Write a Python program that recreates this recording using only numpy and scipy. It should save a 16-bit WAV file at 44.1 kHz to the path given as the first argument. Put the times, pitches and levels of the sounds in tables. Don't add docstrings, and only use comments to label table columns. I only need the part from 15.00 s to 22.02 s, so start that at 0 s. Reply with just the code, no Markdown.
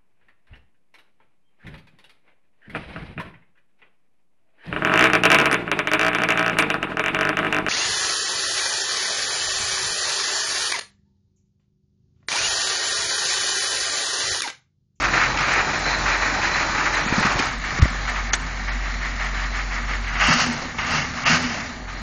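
import sys
import numpy as np
from scipy import signal
from scipy.fft import rfft, irfft
from scipy.io import wavfile
from scipy.ndimage import uniform_filter1d

SR = 44100
rng = np.random.default_rng(int(sys.argv[2]) if len(sys.argv) > 2 else 0)


def undo_db(level):
    steps = np.asarray(level, float) / 20
    return 10 ** steps


def transcribe(signal):
    frames = np.atleast_2d(signal).T
    limited = np.clip(frames, -1, 1)
    pcm = np.round(limited * 32767).astype(np.int16)
    wavfile.write(sys.argv[1], SR, pcm)


N = 309573
T = np.arange(N) / SR


def level(x, db):
    return x * undo_db(db) / np.sqrt(np.mean(x ** 2))


def curves(table):
    s, *columns = np.transpose(table)
    return [np.interp(T, s, c) for c in columns]


def near(x, centre, span):
    return np.exp(-((x - centre) / span) ** 2)


def noise():
    return rng.standard_normal(N)


def walk(rate):
    k = int(SR / rate)
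    held = np.repeat(rng.standard_normal(N // k + 1), k)
    return 1.7 * uniform_filter1d(uniform_filter1d(held, k), k)[:N]


def colour(x, points):
    hz, db = np.transpose(points)
    grid = np.maximum(np.arange(4097) * SR / 8192, 1)
    gain = np.interp(np.log(grid), np.log(hz), db)
    gain -= 60 * np.clip(np.log2(grid / hz[-1]), 0, 1)
    gain -= 40 * np.clip(np.log2(hz[0] / grid), 0, 1)
    cep = irfft(gain * np.log(10) / 20)
    cep[1:4096] *= 2
    cep[4097:] = 0
    return level(signal.fftconvolve(x, irfft(np.exp(rfft(cep))))[:N], 0)


def ring(x, hz, width):
    return level(signal.lfilter(*signal.iirpeak(hz, hz / max(width, 2), fs=SR), x), 0)


def add(out, s, sound):
    i = int(s * SR)
    out[i:i + len(sound)] += sound[:N - i]


def bursts(phase, decay, floor, scatter_db, pattern):
    cylinder_db = [-0.5, -9, -2, -4.5, -7, -3.5, 0, -5.5]
    k = phase.astype(int)
    db = pattern * np.array(cylinder_db)[k % 8] + scatter_db * rng.standard_normal(N // 100)[k]
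    envelope = undo_db(db) * (floor + np.exp(-(phase % 1) / decay))
    return noise() * uniform_filter1d(envelope, 60)


def clatter(rate, spread_db):
    size_db = spread_db * np.minimum(rng.exponential(size=N), 3)
    return (rng.random(N) < rate / SR) * undo_db(size_db) * np.sign(noise())


def chugs():
    # t/s, length/s, level over the soft ones/dB
    hard_firings = [(0.026, 0.029, 5.5), (0.139, .12, 7.5), (0.391, 0.057, 5), (0.484, .12, 7.5),
                    (0.742, 0.026, 2), (0.861, 0.084, 4), (1.063, 0.071, 6.5), (1.225, 0.076, 4.5),
                    (1.42, 0.053, 5), (1.546, 0.09, 4), (1.75, 0.13, 3.5), (1.937, 0.058, 5),
                    (2.13, .04, 2), (2.227, 0.039, 5), (2.304, 0.03, 3.5), (2.386, 0.068, 3),
                    (2.625, 0.079, 4), (2.823, 0.036, 4), (3.083, 0.018, 4.5), (3.145, 0.043, 5),
                    (3.46, 0.11, 1.5), (3.678, 0.055, 6), (3.845, 0.075, 4), (4.016, 0.07, 5),
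                    (4.194, 0.073, 6), (4.35, 0.087, 5.5), (4.54, 0.068, 5.5), (4.712, 0.07, 6),
                    (4.882, 0.07, 6), (5.04, 0.039, 2.5)]
    attack_s, release_s = 0.0093, 0.036
    rises = []
    for s, hold, db in hard_firings:
        times = (s - attack_s, s, s + hold, s + hold + release_s)
        rises.append(np.interp(T, times, (0, db, db, 0)))
    return np.max(rises, axis=0)


def hiss(phase, load):
    # f/Hz, level/dB
    idle_air = [(1710, -30), (2900, -15), (3620, -11), (4130, -9), (5100, -11), (6740, -12), (7270, 5),
                (7500, -30.5), (9750, -59), (16500, -120)]
    # f/Hz, level/dB
    intake_roar = [(1710, -33.5), (2900, -26.5), (3430, -9), (4620, -2), (6710, -6.5), (7500, 6.5),
                   (9750, -42.5), (16500, -120)]
    air = bursts(phase, .3, 4, .7, .2)
    return (1 - load) * colour(air, idle_air) + load * colour(air, intake_roar)


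def injectors(inside):
    # f/Hz, width/Hz, level outside/dB, level inside/dB
    line_modes = [(4040, 38, -42, -55), (4130, 110, -48.5, -58), (4400, 90, -52, -56)]
    # t/s, level over their murmur/dB
    sung_moments = [
        (.3, 7),
        (.5, 3),
        (.76, 6),
        (.89, 5),
        (1.13, 4),
        (1.25, 7),
        (1.55, 4),
        (1.97, 5),
    ]
    streaks = 2.2 * walk(11) + sum(db * near(T, s, .035) for s, db in sung_moments)
    out = np.zeros(N)
    for hz, width, out_db, in_db in line_modes:
        out += undo_db(out_db + inside * (in_db - out_db) + streaks) * ring(noise(), hz, width)
    return out


def panels(phase):
    # f/Hz, level/dB
    panel_response = [(160, -20), (280, -2.5), (437, -6.5), (544, -4.5), (630, -3), (668, -4.5),
                      (755, -1.5), (900, -1.5), (1170, -12.5), (1980, -120)]
    return colour(bursts(phase, 1.0, 1.0, 1.5, .3), panel_response)


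def rumble(phase, inside):
    # f/Hz, level/dB
    fender_response = [(8.8, -29), (15, -25), (54, -8.5), (168, -4.5), (330, -16.5), (430, -30),
                       (730, -120)]
    # f/Hz, level/dB
    cab_response = [(20, -1), (40, -1), (62, 0), (90, -9), (140, -0.5), (170, 0.5), (200, -12.5), (260, -3),
                    (330, -15)]
    # f/Hz, width/Hz, level outside/dB, level inside/dB
    air_modes = [(125.2, 9.2, -8, -12), (165, 14, -12, -3), (85.6, 12, -30, -3.5)]
    shake = bursts(phase, .5, 2, 1, .3)
    total = (1 - inside) * colour(shake, fender_response) + inside * colour(shake, cab_response)
    for hz, width, out_db, in_db in air_modes:
        total += undo_db(out_db + inside * (in_db - out_db) + walk(14)) * ring(shake, hz, width)
    return level(total, 0)


def cab_mode(phase, hz, inside, rev, off):
    mode_hz, sing_hz = 241.7, 240
    pulses = np.diff(np.floor(phase), prepend=0.)
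    sung = ring(level(pulses, 0) + level(noise(), 0), mode_hz, 25)
    sung = ring(sung, mode_hz, 40)
    sung = sung / np.sqrt(uniform_filter1d(sung ** 2, size=5000))
    crossing = near(hz * np.round(sing_hz / hz), sing_hz, 4.5)
    lope_db = 5 * np.cos(2 * np.pi * (phase / 8 - 0.79))
    out_db, in_db = -52.5, -47
    db = out_db + inside * (in_db - out_db) + (1 - off) * lope_db + rev * (15 + 9 * crossing)
    return undo_db(db) * sung


def thud(db, hz, t60):
    t = np.arange(int(t60 * SR)) / SR
    return undo_db(db) * np.sin(2 * np.pi * hz * t) * 1000 ** (-t / t60) * (1 - np.exp(-t * hz * 8))


def handling():
    # t/s, peak level/dB, f/Hz, t60/s
    bumps = [(2.063, -20.5, 213, 0.034), (2.125, -12, 260, 0.017), (2.181, -14, 202, 0.044),
             (2.207, -15, 180, 0.013), (2.25, -19, 202, 0.051), (2.357, -18.5, 110, 0.028),
             (2.398, -17.5, 277, 0.023), (2.788, -22, 300, 0.016), (2.796, -21, 150, 0.094),
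             (2.855, -11.5, 199, 0.012), (2.857, -21, 597, 0.012), (5.302, -19, 165, 0.072),
             (5.279, -22.5, 79, 0.081), (6.33, -21, 160, 0.053), (5.285, -22, 241.4, .15),
             (6.3, -24, 239, 0.11)]
    # t/s, peak level/dB, f/Hz, rise/s
    door = [
        (2.8213, -2.6, 70, .0068),
        (2.8238, -8.5, 105, .007),
        (2.834, -15, 55, .015),
    ]
    # t/s, peak level/dB, strong ring f/Hz, weak ring f/Hz, t60/s
    snaps = [
        (.372, -14, 1900, 2400, .09),
        (2.39, -13, 1900, 2400, .12),
        (2.786, -21, 1500, 5000, .03),
        (2.821, -19, 4200, 600, .04),
        (3.336, -13, 3800, 750, .05),
        (4.255, -29, 6900, 6300, .18),
        (5.785, -19, 2200, 2100, .08),
        (6.262, -14, 1300, 2700, .06),
    ]
    # t/s, peak level/dB, strong ring f/Hz, weak ring f/Hz, t60/s
    latch = (3.333, -4.5, 1700, 6300, .06)
    out = np.zeros(N)
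    for s, db, hz, t60 in bumps:
        add(out, s, 2.2 * thud(db, hz, t60))
    for s, db, hz, rise in door:
        u = T[:6000] / rise
        add(out, s, -undo_db(db) * (u * np.exp(1 - u)) ** 2 * np.sin(2 * np.pi * hz * T[:6000]))
    for s, db, strong_hz, weak_hz, t60 in [latch] + snaps:
        crack = rng.standard_normal(8192)[:int(t60 * SR)]
        crack = crack * 1000 ** (-np.arange(len(crack)) / SR / t60)
        low, high = [signal.lfilter(*signal.iirpeak(hz, 3, fs=SR), crack) for hz in (strong_hz, weak_hz)]
        snap = 3 * low + 1.1 * high + .45 * crack
        add(out, s, undo_db(db) * snap / (2.2 * snap[:250].std()))
    return out


def boom(phase, hz, fuel, inside, boom_db, off):
    drift_db = 3.5 * np.maximum(off, 0.3 * (1 - inside)) * walk(12)
    first_db = boom_db + off * (-19.5 + 0.52 * fuel) + drift_db
    second_db = -51.5 + 17.5 * near(2 * hz, 163.6, 25) + 3 * off * walk(12)
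    wobble = .02 * walk(8)
    out = np.zeros(N)
    for k, db in enumerate((first_db, second_db), start=1):
        out += np.sqrt(2) * undo_db(db + .5 * walk(11)) * np.sin(2 * np.pi * k * (phase + wobble))
    return out


def rap(phase):
    blows = level(bursts(phase, .5, 1.2, 1.8, 0.25), 0) + level(clatter(900, 1.5), -2.5)
    for _ in range(3):
        blows = ring(blows, 2083, 1140)
    return blows


def knock(phase, inside, load):
    # f/Hz, level/dB
    block_bare = [(350, -38), (600, -7), (631, -15), (669, -15.5), (779, -6.5), (1100, -2), (1190, -3.5),
                  (1500, 3), (1920, 6.5), (2090, -1), (2350, -0.5), (3160, -23.5), (3400, -36.5),
                  (4420, -40), (7480, -120)]
    # f/Hz, level/dB
    block_firewall = [(350, -49.5), (600, -11.5), (741, -9.5), (914, -13), (1250, -7), (1430, -4.5),
                      (1820, 0), (2250, -0.5), (2450, -8.5), (2710, -10), (3400, -26), (4420, -29.5),
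                      (7480, -120)]
    # f/Hz, level/dB
    block_loaded = [(350, -28.5), (600, -11.5), (841, -7), (913, -9), (1250, -6.5), (1390, -6), (1500, 1),
                    (2240, 0), (2400, -3), (2750, 0), (3600, -20), (4680, -58), (7920, -120)]
    # f/Hz, width/Hz, level/dB
    block_modes = [(1219, 158, -10.5), (1733, 220, -13), (2255, 68, -22.5), (2500, 48, -32)]
    blows = level(bursts(phase, 0.77, 2.7, 1.16, 0.24), 0) + level(clatter(1500, 0.29), -7)
    rings = sum(undo_db(db + 2.2 * walk(12)) * ring(blows, hz, width) for hz, width, db in block_modes)
    cab = (1 - load) * colour(blows, block_firewall) + load * colour(blows, block_loaded)
    return level((1 - inside) * colour(blows, block_bare) + inside * cab + rings, 0)


def scene():
    # t/s, share inside/0-1, nearness level/dB, boom coupling level/dB
    place = [(0, 0.03, 0.5, -32), (.58, 0.02, -0.5, -37.5), (.73, 0.01, 0.5, -45), (.84, 0, -0.5, -33.5),
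             (1.63, 0.06, 1, -37.5), (2.05, 0.02, -0.5, -37.5), (2.19, 0, 2.5, -50), (2.35, 0, 0, -27.5),
             (2.47, 0.7, 6, -43), (2.58, 0.98, -0.5, -29.5), (2.77, 0.84, 5, -42), (2.93, 0.96, 2, -30),
             (3.29, 0.95, 2, -27), (3.52, 0.92, 0, -32.5), (3.73, 1, -0.5, -27), (4.0, 1, 0.5, -28),
             (5.0, 0.93, -0.5, -27.5), (7.02, 0.98, 0, -34.5)]
    # t/s, firing rate f/Hz
    speed = [(0, 46.1), (5.264, 46.2), (5.32, 73.6), (5.336, 79), (5.406, 83.8), (5.508, 79.8),
             (5.756, 57.4), (5.802, 55), (5.958, 78.5), (6.054, 66.2), (6.196, 58.4), (6.278, 72.5),
             (6.334, 81.7), (6.4, 83.8), (6.52, 75.8), (6.854, 46.7), (6.886, 44), (7.02, 46.3)]
    # t/s, fuel level over idle/dB
    stabs = [
        [(5.05, 0), (5.19, 7), (5.215, 13), (5.32, 13.5), (5.374, 10), (5.404, 13), (5.48, 5.5), (5.51, 5),
         (5.76, -2.5)],
        [(5.778, -3.5), (5.79, 7.5), (5.87, 6), (5.96, 10.5), (6.01, 7), (6.074, 3), (6.134, -0.5), (6.17, 4.5),
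         (6.22, 2.5)],
        [(6.245, 3.5), (6.265, 13.5), (6.35, 13), (6.39, 7), (6.45, 6.5), (6.6, 3), (6.865, -8), (6.885, -.5),
         (7.02, -4)],
    ]
    # outside level/dB, inside level/dB, share of fuel, share of chug, level at full revs/dB
    knock_law = (-26, -34, 1.3337, 1.022, -1)
    hiss_law = (-30, -38.5, 1.09, 0.45, 5)
    panel_law = (-31.5, -44.5, 0.15, 0.28, 8.5)
    rumble_law = (-32.5, -41, 0.45, -0.12, 2)
    rap_law = (-38.5, -49.5, 0.5, 1.7, -1)
    idle_hz, full_rev_hz = 46.1, 84

    inside, near_db, boom_db = curves(place)
    hz, = curves(speed)
    fuel, = curves(np.vstack(stabs))
    rev = np.clip((hz - idle_hz) / (full_rev_hz - idle_hz), 0, 1)
    chug = chugs()
    load = np.clip(.065 * fuel + .2 * rev, 0, 1)
    slow = uniform_filter1d(fuel, int(0.035 * SR))
    phase = 0.23 + np.cumsum(hz) / SR
    off = 1 - near(hz, idle_hz, 8.9)

    def gain(law, drive):
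        out_db, in_db, fuel_share, chug_share, rev_db = law
        place_db = out_db + inside * (in_db - out_db) + near_db
        return undo_db(place_db + fuel_share * drive + chug_share * chug + rev_db * rev)

    mix = gain(hiss_law, slow) * hiss(phase, load) + injectors(inside)
    mix += gain(panel_law, slow) * panels(phase) + gain(rumble_law, slow) * rumble(phase, inside)
    mix += cab_mode(phase, hz, inside, rev, off) + handling()
    mix += boom(phase, hz, fuel, inside, boom_db, off)
    mix += gain(rap_law, fuel) * rap(phase) + gain(knock_law, fuel) * knock(phase, inside, load)
    return mix[None]


def whistles():
    # first grid step, whistles, peak level/dB
    whistle_runs = [(0, 1, -42), (1, 2, -50), (6, 2, -49), (8, 1, -38), (12, 1, -43), (15, 1, -48),
                    (18, 1, -50), (30, 1, -42), (31, 3, -51), (34, 1, -38), (35, 2, -46), (37, 2, -41),
                    (39, 3, -52), (44, 2, -48), (48, 1, -43), (52, 1, -30), (53, 1, -46), (58, 1, -58),
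                    (63, 1, -57), (66, 1, -51), (71, 1, -56), (75, 6, -57), (81, 1, -50), (82, 2, -35),
                    (84, 3, -40), (87, 1, -55), (91, 1, -55), (92, 1, -43), (98, 3, -45), (108, 2, -63)]
    start_s, frame_s = .0218, 1024 / 16000
    return [(start_s + (k + j) * frame_s, db) for k, n, db in whistle_runs for j in range(n)]


def short_frames(t):
    until = np.array([[s] for s, db in whistles() if db < -47]) - t
    return ((until > -.012) & (until < .056)).any(axis=0)


def starve(x, frame, size, lost, above_hz, spans):
    window = np.sqrt(np.hanning(2 * frame + 1)[:-1])
    hz, t, z = signal.stft(x, SR, window, 2 * frame, frame)
    luck = rng.standard_normal((len(hz) // size + 1, len(t)))
    luck = uniform_filter1d(luck, size=3, axis=1) * np.sqrt(3)
    gone = np.repeat(luck > lost, size, axis=0)[:len(hz)]
    gone = gone & (hz[:, None] > above_hz) & spans(t)
    return signal.istft(np.where(gone, 0, z), SR, window, 2 * frame, frame)[1][:N]


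def roll_off(x):
    return signal.sosfilt(signal.butter(12, 9260, fs=SR, output="sos"), x)


def record(dry):
    # t from/s, t to/s, above f/Hz
    gaps = [
        (2.8, 2.806, 3000),
        (2.806, 2.818, 5500),
        (3.297, 3.313, 5600),
        (3.311, 3.325, 2800),
        (6.24, 6.254, 3400),
    ]
    half_rate_hz, ceiling, frame = 8000, .705, 2822
    x = starve(dry[0], frame, 14, 1.3, 3300, lambda t: ~short_frames(t))
    x = starve(x, frame // 8, 5, .8, 4600, short_frames)
    for s0, s1, hz in gaps:
        treble = signal.sosfiltfilt(signal.butter(8, hz, "high", fs=SR, output="sos"), x)
        x = x - treble * uniform_filter1d(1. * ((T > s0) & (T < s1)), size=88)
    x = signal.sosfiltfilt(signal.cheby2(12, 45, 7650, fs=SR, output="sos"), x)
    image_band = signal.butter(3, (8600, 8950), "band", fs=SR, output="sos")
    mirror = signal.sosfilt(image_band, x * np.cos(4 * np.pi * half_rate_hz * T))
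    x = x + undo_db(-25) * mirror + .0014
    shape = np.hanning(int(.014 * SR))
    tone = shape * np.sin(2 * np.pi * half_rate_hz * T[:len(shape)])
    for s, db in whistles():
        add(x, s - .003, undo_db(db) * tone)
    return roll_off(np.clip(x, -ceiling, ceiling)[None])


dry = scene()
out = record(dry)
transcribe(out)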